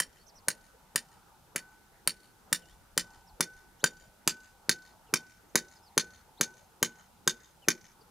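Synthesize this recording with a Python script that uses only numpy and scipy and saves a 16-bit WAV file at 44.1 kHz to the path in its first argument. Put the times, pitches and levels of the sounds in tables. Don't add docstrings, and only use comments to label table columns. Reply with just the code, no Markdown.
import sys
import numpy as np
from scipy import signal
from scipy.fft import next_fast_len
from scipy.io import wavfile

SR = 44100
rng = np.random.default_rng(int(sys.argv[2]) if len(sys.argv) > 2 else 0)


def output_pcm(signal):
    pcm = np.clip(np.atleast_2d(signal).T, -1, 1) * 32767
    wavfile.write(sys.argv[1], SR, np.round(pcm).astype(np.int16))


N = 357210

# start_s, level_db, stake_depth (0-1), treble_tilt_db_per_octave,
# head_ring_db (relative to level_db), lift_off_s (after the start)
BLOWS = [(0.0, -12.5, 0, -0.9, -59, 0.039), (0.483, -10.5, 0.07, -0.4, -48, 0.027),
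         (0.958, -9.5, 0.05, -0.5, -64, 0.039), (1.559, -13, 0.14, -2, -39, 0.033),
         (2.074, -8.5, 0, -0.6, -50.5, 0.04), (2.527, -9, 0.25, 0.9, -47.5, 0.021),
         (2.976, -7.5, 0.28, -0.3, -44.5, 0.039), (3.406, -9, 0.49, -0.4, -36.5, 0.046),
         (3.84, -6, 0.4, -2.5, -45, 0.054), (4.275, -7, 0.56, -0.3, -37, 0.028),
         (4.693, -8, 0.78, 0.2, -35, 0.036), (5.138, -8, 0.67, -0.5, -37, 0.02),
         (5.555, -5.5, 0.69, -0.7, -42.5, 0.026), (5.977, -7.5, 0.84, -1.5, -35, 0.027),
         (6.41, -9, 0.91, 1, -34, 0.025), (6.827, -7.5, 0.82, -1, -38.5, 0.025),
         (7.275, -8.5, 0.92, -0.4, -38, 0.017), (7.684, -6, 0.86, -1.7, -46, 0.039)]
# pitch_hz, shallow_db, deep_db (relative levels), t60_s
STAKE_MODES = [(1170, -18, 1.5, 0.0054), (1572, -15, -5.5, 0.032), (1833, -2.5, -5.5, 0.0085),
               (1988, -6, -9, 0.012), (2350, -10.5, -2, 0.01), (2780, -11.5, -25.5, 0.0073),
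               (3088, -11, -14, 0.042), (3683, -15.5, -8, 0.027), (4306, -16.5, -9, 0.01),
               (4567, -10, -11, 0.026), (5000, -5.5, -6, 0.0089), (5290, -13, -8.5, .02),
               (5600, -7.5, -12.5, 0.018), (6130, -14.5, -11, 0.013), (6000, -13, -6.5, 0.01),
               (6360, -13.5, 9, 0.0091), (6743, -12, -3, 0.018), (7150, -10, -1, 0.01),
               (7445, -2.5, -8.5, 0.0094), (8430, -11, -18.5, 0.011), (8960, 0.5, -12, 0.0073),
               (9370, 2.5, -14, 0.0073), (9760, 3.5, -14, 0.012), (10450, -18.5, 3, 0.011),
               (12900, -8, -23, 0.018), (13200, -19.5, -20, 0.013)]
# pitch_hz, shallow_db, deep_db (relative levels), t60_s
SOIL_MODES = [(176, -8.5, -13.5, 0.14), (234, -7.5, -5.5, 0.11), (316, -14, -6.5, 0.053),
              (363.2, -11, 5.5, 0.052), (400, -14, -2, 0.03), (462, -7, -1, 0.038), (550, 12.5, -8, 0.0094)]
# delay_s, level_db (before the treble emphasis), left_minus_right_db, smear_s
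ECHOES = [(0.018, -14.5, -2, 0.002), (0.023, -21, 1.5, 0.005), (0.03, -18.5, -1.9, 0.0028),
          (0.042, -32, 0.5, 0.0048), (.065, -40, 4, 0.0027), (0.091, -45, 4, 0.0077),
          (0.1264, -42.5, -1, 0.0047), (.143, -54, 8, .002), (.157, -45, 2, 0.0027),
          (0.167, -42.5, 2, 0.0038), (0.18, -44, 4, 0.0036), (0.196, -45, 1, 0.015), (.212, -50.5, -1, .01),
          (0.231, -50, 3, .006)]
# (relative, per Hz)
LAND_SPECTRUM = [(15, -29), (25, -6), (118, -7.5), (192, -7.5), (273, -13), (600, -11.5), (651, -22.5),
                 (809, -16), (952, -13), (1120, -18.5), (1220, -13.5), (1470, -17.5), (1930, -22),
                 (14800, -25.5), (16500, -45)]
# frequency_hz, likeness (0-1)
LIKENESS = [(60, 0.94), (180, 0.63), (550, 0.43), (1650, 0.18), (4970, 0.38), (15000, 0.21)]
# centre_hz, width_hz, level_db (about which the level drifts)
DRONE = [(189.4, 24, -81.5), (856, 190, -70), (1360, 300, -76)]
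# time_s, level_db (about which the level drifts)
WIND = [(0.0, -73), (1.01, -79.5), (1.76, -72), (2.19, -83), (2.71, -63.5), (3.18, -69), (3.29, -68.5),
        (5.3, -83.5), (7.22, -79), (8.1, -88)]
# start_s, length_s, first_hz, middle_hz, last_hz, level_db
BIRD_CALLS = [(0.158, 0.033, 2300, 2700, 3200, -75), (0.183, 0.051, 3720, 4420, 4400, -68.5),
              (0.262, 0.043, 3900, 6180, 3800, -59), (0.349, 0.048, 4200, 5890, 3900, -59.5),
              (2.618, .025, 3280, 3050, 2750, -64), (2.64, 0.1, 2770, 2960, 3600, -71),
              (3.268, 0.035, 5500, 5280, 3870, -63.5), (3.792, 0.019, 4970, 5960, 7500, -63),
              (3.797, 0.036, 2500, 3500, 4750, -62), (5.066, 0.036, 3380, 2950, 2500, -70),
              (5.492, 0.0144, 5600, 6200, 6900, -68), (5.756, 0.022, 5500, 5190, 4330, -62),
              (5.824, 0.072, 4740, 5220, 3680, -64), (6.37, 0.054, 2730, 4180, 4500, -60),
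              (7.618, 0.039, 3000, 2980, 2304, -61), (8.008, 0.013, 5200, 4800, 4400, -62.5)]

LAND_DB = -62.5
CUTOFF_HZ = 16900
MODES_DB, BITE_S = -9, 0.00059
THUD_LOOSE_DB, THUD_FIRM_DB, FIRM_DEPTH = -30.5, -22.5, 0.32
HEAD_HZ, HEAD_T60_SHALLOW_S, HEAD_T60_DEEP_S = 1506, 0.99, 0.36


def from_db(db):
    return 10 ** (np.asarray(db) / 20)


def rms_one(x):
    return x / np.sqrt(np.mean(x ** 2) + 1e-20)


def at_hz(points, hz):
    table = np.array(points)
    return np.interp(np.log(hz), np.log(table[:, 0]), table[:, 1])


def band(x, low_hz, high_hz):
    edges_hz = [low_hz, min(high_hz, .45 * SR)]
    return signal.sosfilt(signal.butter(2, edges_hz, "band", fs=SR, output="sos"), x)


def high_pass(x, order, hz):
    return signal.sosfilt(signal.butter(order, hz, "high", fs=SR, output="sos"), x)


def drift(rate_hz):
    step = 40
    r = np.exp(-2 * np.pi * step * rate_hz / SR)
    noise = rng.standard_normal(N // step + 2002)
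    slow = signal.lfilter([1], [1, -2 * r, r * r], noise)[2000:]
    return np.interp(np.arange(N) / step, np.arange(len(slow)), rms_one(slow))


def ring(force, hz, t60):
    r, w = from_db(-60 / (t60 * SR)), 2 * np.pi * hz / SR
    return signal.lfilter([0, np.sin(w)], [1, -2 * r * np.cos(w), r * r], force + 1e-18)


def add(out, sound, s):
    at = max(round(s * SR), 0)
    end = min(at + sound.shape[-1], N)
    out[..., at:end] += sound[..., :end - at]


def stake(crack_db=10, spread_db=2, rise_s=0.0004, contact_s=0.0021, rattle_db=-18, rattle_s=0.015, detune=0.014):
    out, t = np.zeros(N), np.arange(SR // 6) / SR
    onset = 1 - np.exp(-(t / rise_s) ** 2)
    shape = onset * (np.exp(-t / contact_s) + from_db(rattle_db) * np.exp(-t / rattle_s))
    grit = rng.standard_normal((len(BLOWS), len(t)))
    chance = rng.standard_normal((len(BLOWS), len(STAKE_MODES), 2))
    for (s, blow_db, depth, tilt_db, *_), noise, luck in zip(BLOWS, grit, chance):
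        force = noise * np.abs(noise) ** 0.67 * shape
        force /= np.sqrt(np.sum(force ** 2))
        sound = from_db(crack_db - tilt_db) * band(force, 1200, 3300)
        sound += from_db(crack_db + tilt_db) * band(force, 2700, 8900)
        for (hz, shallow_db, deep_db, t60), (own, shift) in zip(STAKE_MODES, luck):
            mode_db = (1 - depth) * shallow_db + depth * deep_db
            mode_db += tilt_db * np.log2(hz / 4000) + spread_db * own
            sound += from_db(mode_db + MODES_DB) * ring(force, hz * (1 + detune * shift), t60)
        add(out, from_db(blow_db) * sound, s + BITE_S)
    return high_pass(out, 2, 800)


def soil(lead_s=.007, lead_db=-12, spread_db=2.0, settle_db=-37, settle_s=0.036):
    out, t = np.zeros(N), np.arange(SR // 4) / SR
    gravel = rng.standard_normal((len(BLOWS), len(t)))
    chance = rng.standard_normal((len(BLOWS), len(SOIL_MODES)))
    for (s, blow_db, depth, *_), noise, luck in zip(BLOWS, gravel, chance):
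        push = from_db(settle_db) * noise * np.exp(-t / settle_s)
        push[[0, round(lead_s * SR)]] = from_db(lead_db), 1
        thud = np.zeros(len(t))
        for (hz, shallow_db, deep_db, t60), own in zip(SOIL_MODES, luck):
            mode_db = (1 - depth) * shallow_db + depth * deep_db + spread_db * own
            thud += from_db(mode_db) * ring(push, hz, t60)
        firmness = min(depth / FIRM_DEPTH, 1)
        thud_db = THUD_LOOSE_DB + (THUD_FIRM_DB - THUD_LOOSE_DB) * firmness
        add(out, from_db(blow_db + thud_db) * thud, s + BITE_S - lead_s)
    return high_pass(out, 4, 125)


def hammer_head(rise_s=0.011):
    out, t = np.zeros(N), np.arange(SR // 2) / SR
    for s, blow_db, depth, _, ring_db, lift_s in BLOWS:
        t60 = (1 - depth) * HEAD_T60_SHALLOW_S + depth * HEAD_T60_DEEP_S
        envelope = from_db(-60 * t / t60) * (1 - np.exp(-t / rise_s))
        tone = np.sin(2 * np.pi * HEAD_HZ * t) * envelope
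        add(out, from_db(blow_db + ring_db) * tone, s + lift_s)
    return out


def ground_dip(x, hz=720, width=180, keep_db=-10):
    r, w = np.exp(-np.pi * width / SR), 2 * np.pi * hz / SR
    half = (1 - r * r) / 2
    dipped = signal.lfilter([half, 0, -half], [1, -2 * r * np.cos(w), r * r], x)
    return x - (1 - from_db(keep_db)) * dipped


def quarter_turn(x):
    return signal.hilbert(x, next_fast_len(N)).imag[:N]


def echoes(x, scatter_db=-48, scatter_t60=0.08, haze_db=-72, haze_t60=.5, side_db=-16, widen_db=5, bass_db=-9):
    t = np.arange(SR // 2) / SR
    mid, side = rng.standard_normal((2, len(t)))
    power = np.zeros((2, len(t)))
    for delay, db, pan_db, smear in ECHOES:
        since = np.maximum(t - delay, 0)
        burst = (t >= delay) * np.exp(-2 * since / smear) / (smear * SR / 2)
        power += from_db(2 * db + np.array([[pan_db], [-pan_db]])) * burst
    since = np.maximum(t - .017, 0)
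    scatter = from_db(2 * scatter_db - 120 * since / scatter_t60)
    haze = from_db(2 * haze_db - 120 * since / haze_t60)
    power += (since > 0) * (scatter + haze)
    side_gain = from_db(side_db + widen_db * np.minimum(t / .1, 1))
    answer = np.sqrt(power) * (mid + side_gain * side * [[1], [-1]])
    answer = band(answer, 1500, 8200) + from_db(bass_db) * answer
    return signal.fftconvolve(x[None], answer, axes=1)[:, :N]


def birds(steep=0.69, warble=0.018, fade=.3, echoes_s_db=((.006, -5), (.012, -11))):
    out = np.zeros((2, N))
    wobble = rms_one(band(rng.standard_normal(N), 80, 250))
    pans = rng.normal(0, 1.6, len(BIRD_CALLS))
    for (s, length, *arc_hz, db), pan_db in zip(BIRD_CALLS, pans):
        along = np.linspace(0, 1, round(length * SR))
        parabola = np.polyfit([0, .5, 1], arc_hz, 2)
        pitch_hz = np.polyval(parabola, along ** steep)
        pitch_hz *= 1 + warble * wobble[round(s * SR):][:len(along)]
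        phase = 2 * np.pi * np.cumsum(pitch_hz) / SR
        note = from_db(db) * signal.windows.tukey(len(along), fade) * np.sin(phase)
        add(out, note * from_db([[pan_db], [-pan_db]]), s)
        for lag, echo_db in echoes_s_db:
            add(out, from_db(echo_db) * note, s + lag)
    return out


def wind(lumpy_db=4, side_db=-12):
    s, db = np.transpose(WIND)
    mid, side = band(rng.standard_normal((2, N)), 22, 63)
    gust = from_db(np.interp(np.arange(N) / SR, s, db) + lumpy_db * drift(18))
    return gust * rms_one(mid + from_db(side_db) * side * [[1], [-1]])


def land(patchy_db=3.5):
    out = np.zeros((2, N))
    edges_hz = 25 * 2 ** np.arange(0, 9.5, .4)
    white = rng.standard_normal((2, 2, N))
    for k, (low, high) in enumerate(zip(edges_hz, edges_hz[1:])):
        mid, side = band(white[k % 2], low, high)
        hz = np.sqrt(low * high)
        alike = at_hz(LIKENESS, hz)
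        patches = patchy_db * drift(8.7) * (hz < 2000)
        gain = from_db(at_hz(LAND_SPECTRUM, hz) + patches)
        out += gain * (np.sqrt(1 + alike) * mid + np.sqrt(1 - alike) * side * [[1], [-1]])
    out = from_db(LAND_DB) * rms_one(out)
    for hz, width, db in DRONE:
        gain = from_db(db + 3.0 * drift(3.2))
        out += gain * rms_one(band(rng.standard_normal(N), hz - width / 2, hz + width / 2))
    return out


def scene():
    steel, thud = ground_dip(stake()), ground_dip(soil())
    near = steel + thud + hammer_head()
    low_pass = signal.butter(2, 10000, fs=SR, output="sos")
    soft_steel = signal.sosfiltfilt(low_pass, steel)
    spread = quarter_turn(from_db(-15.5) * soft_steel + from_db(-13.5) * thud)
    direct = near * from_db([[.12], [-.12]]) + spread * [[1], [-1]]
    reflected = echoes(steel + from_db(-3.5) * thud)
    return direct + reflected + birds() + wind() + land()


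def record(dry, top=0.72):
    rounded = top * np.tanh(dry / top)
    return signal.sosfilt(signal.cheby2(12, 70, CUTOFF_HZ, fs=SR, output="sos"), rounded)


dry = scene()
out = record(dry)
output_pcm(out)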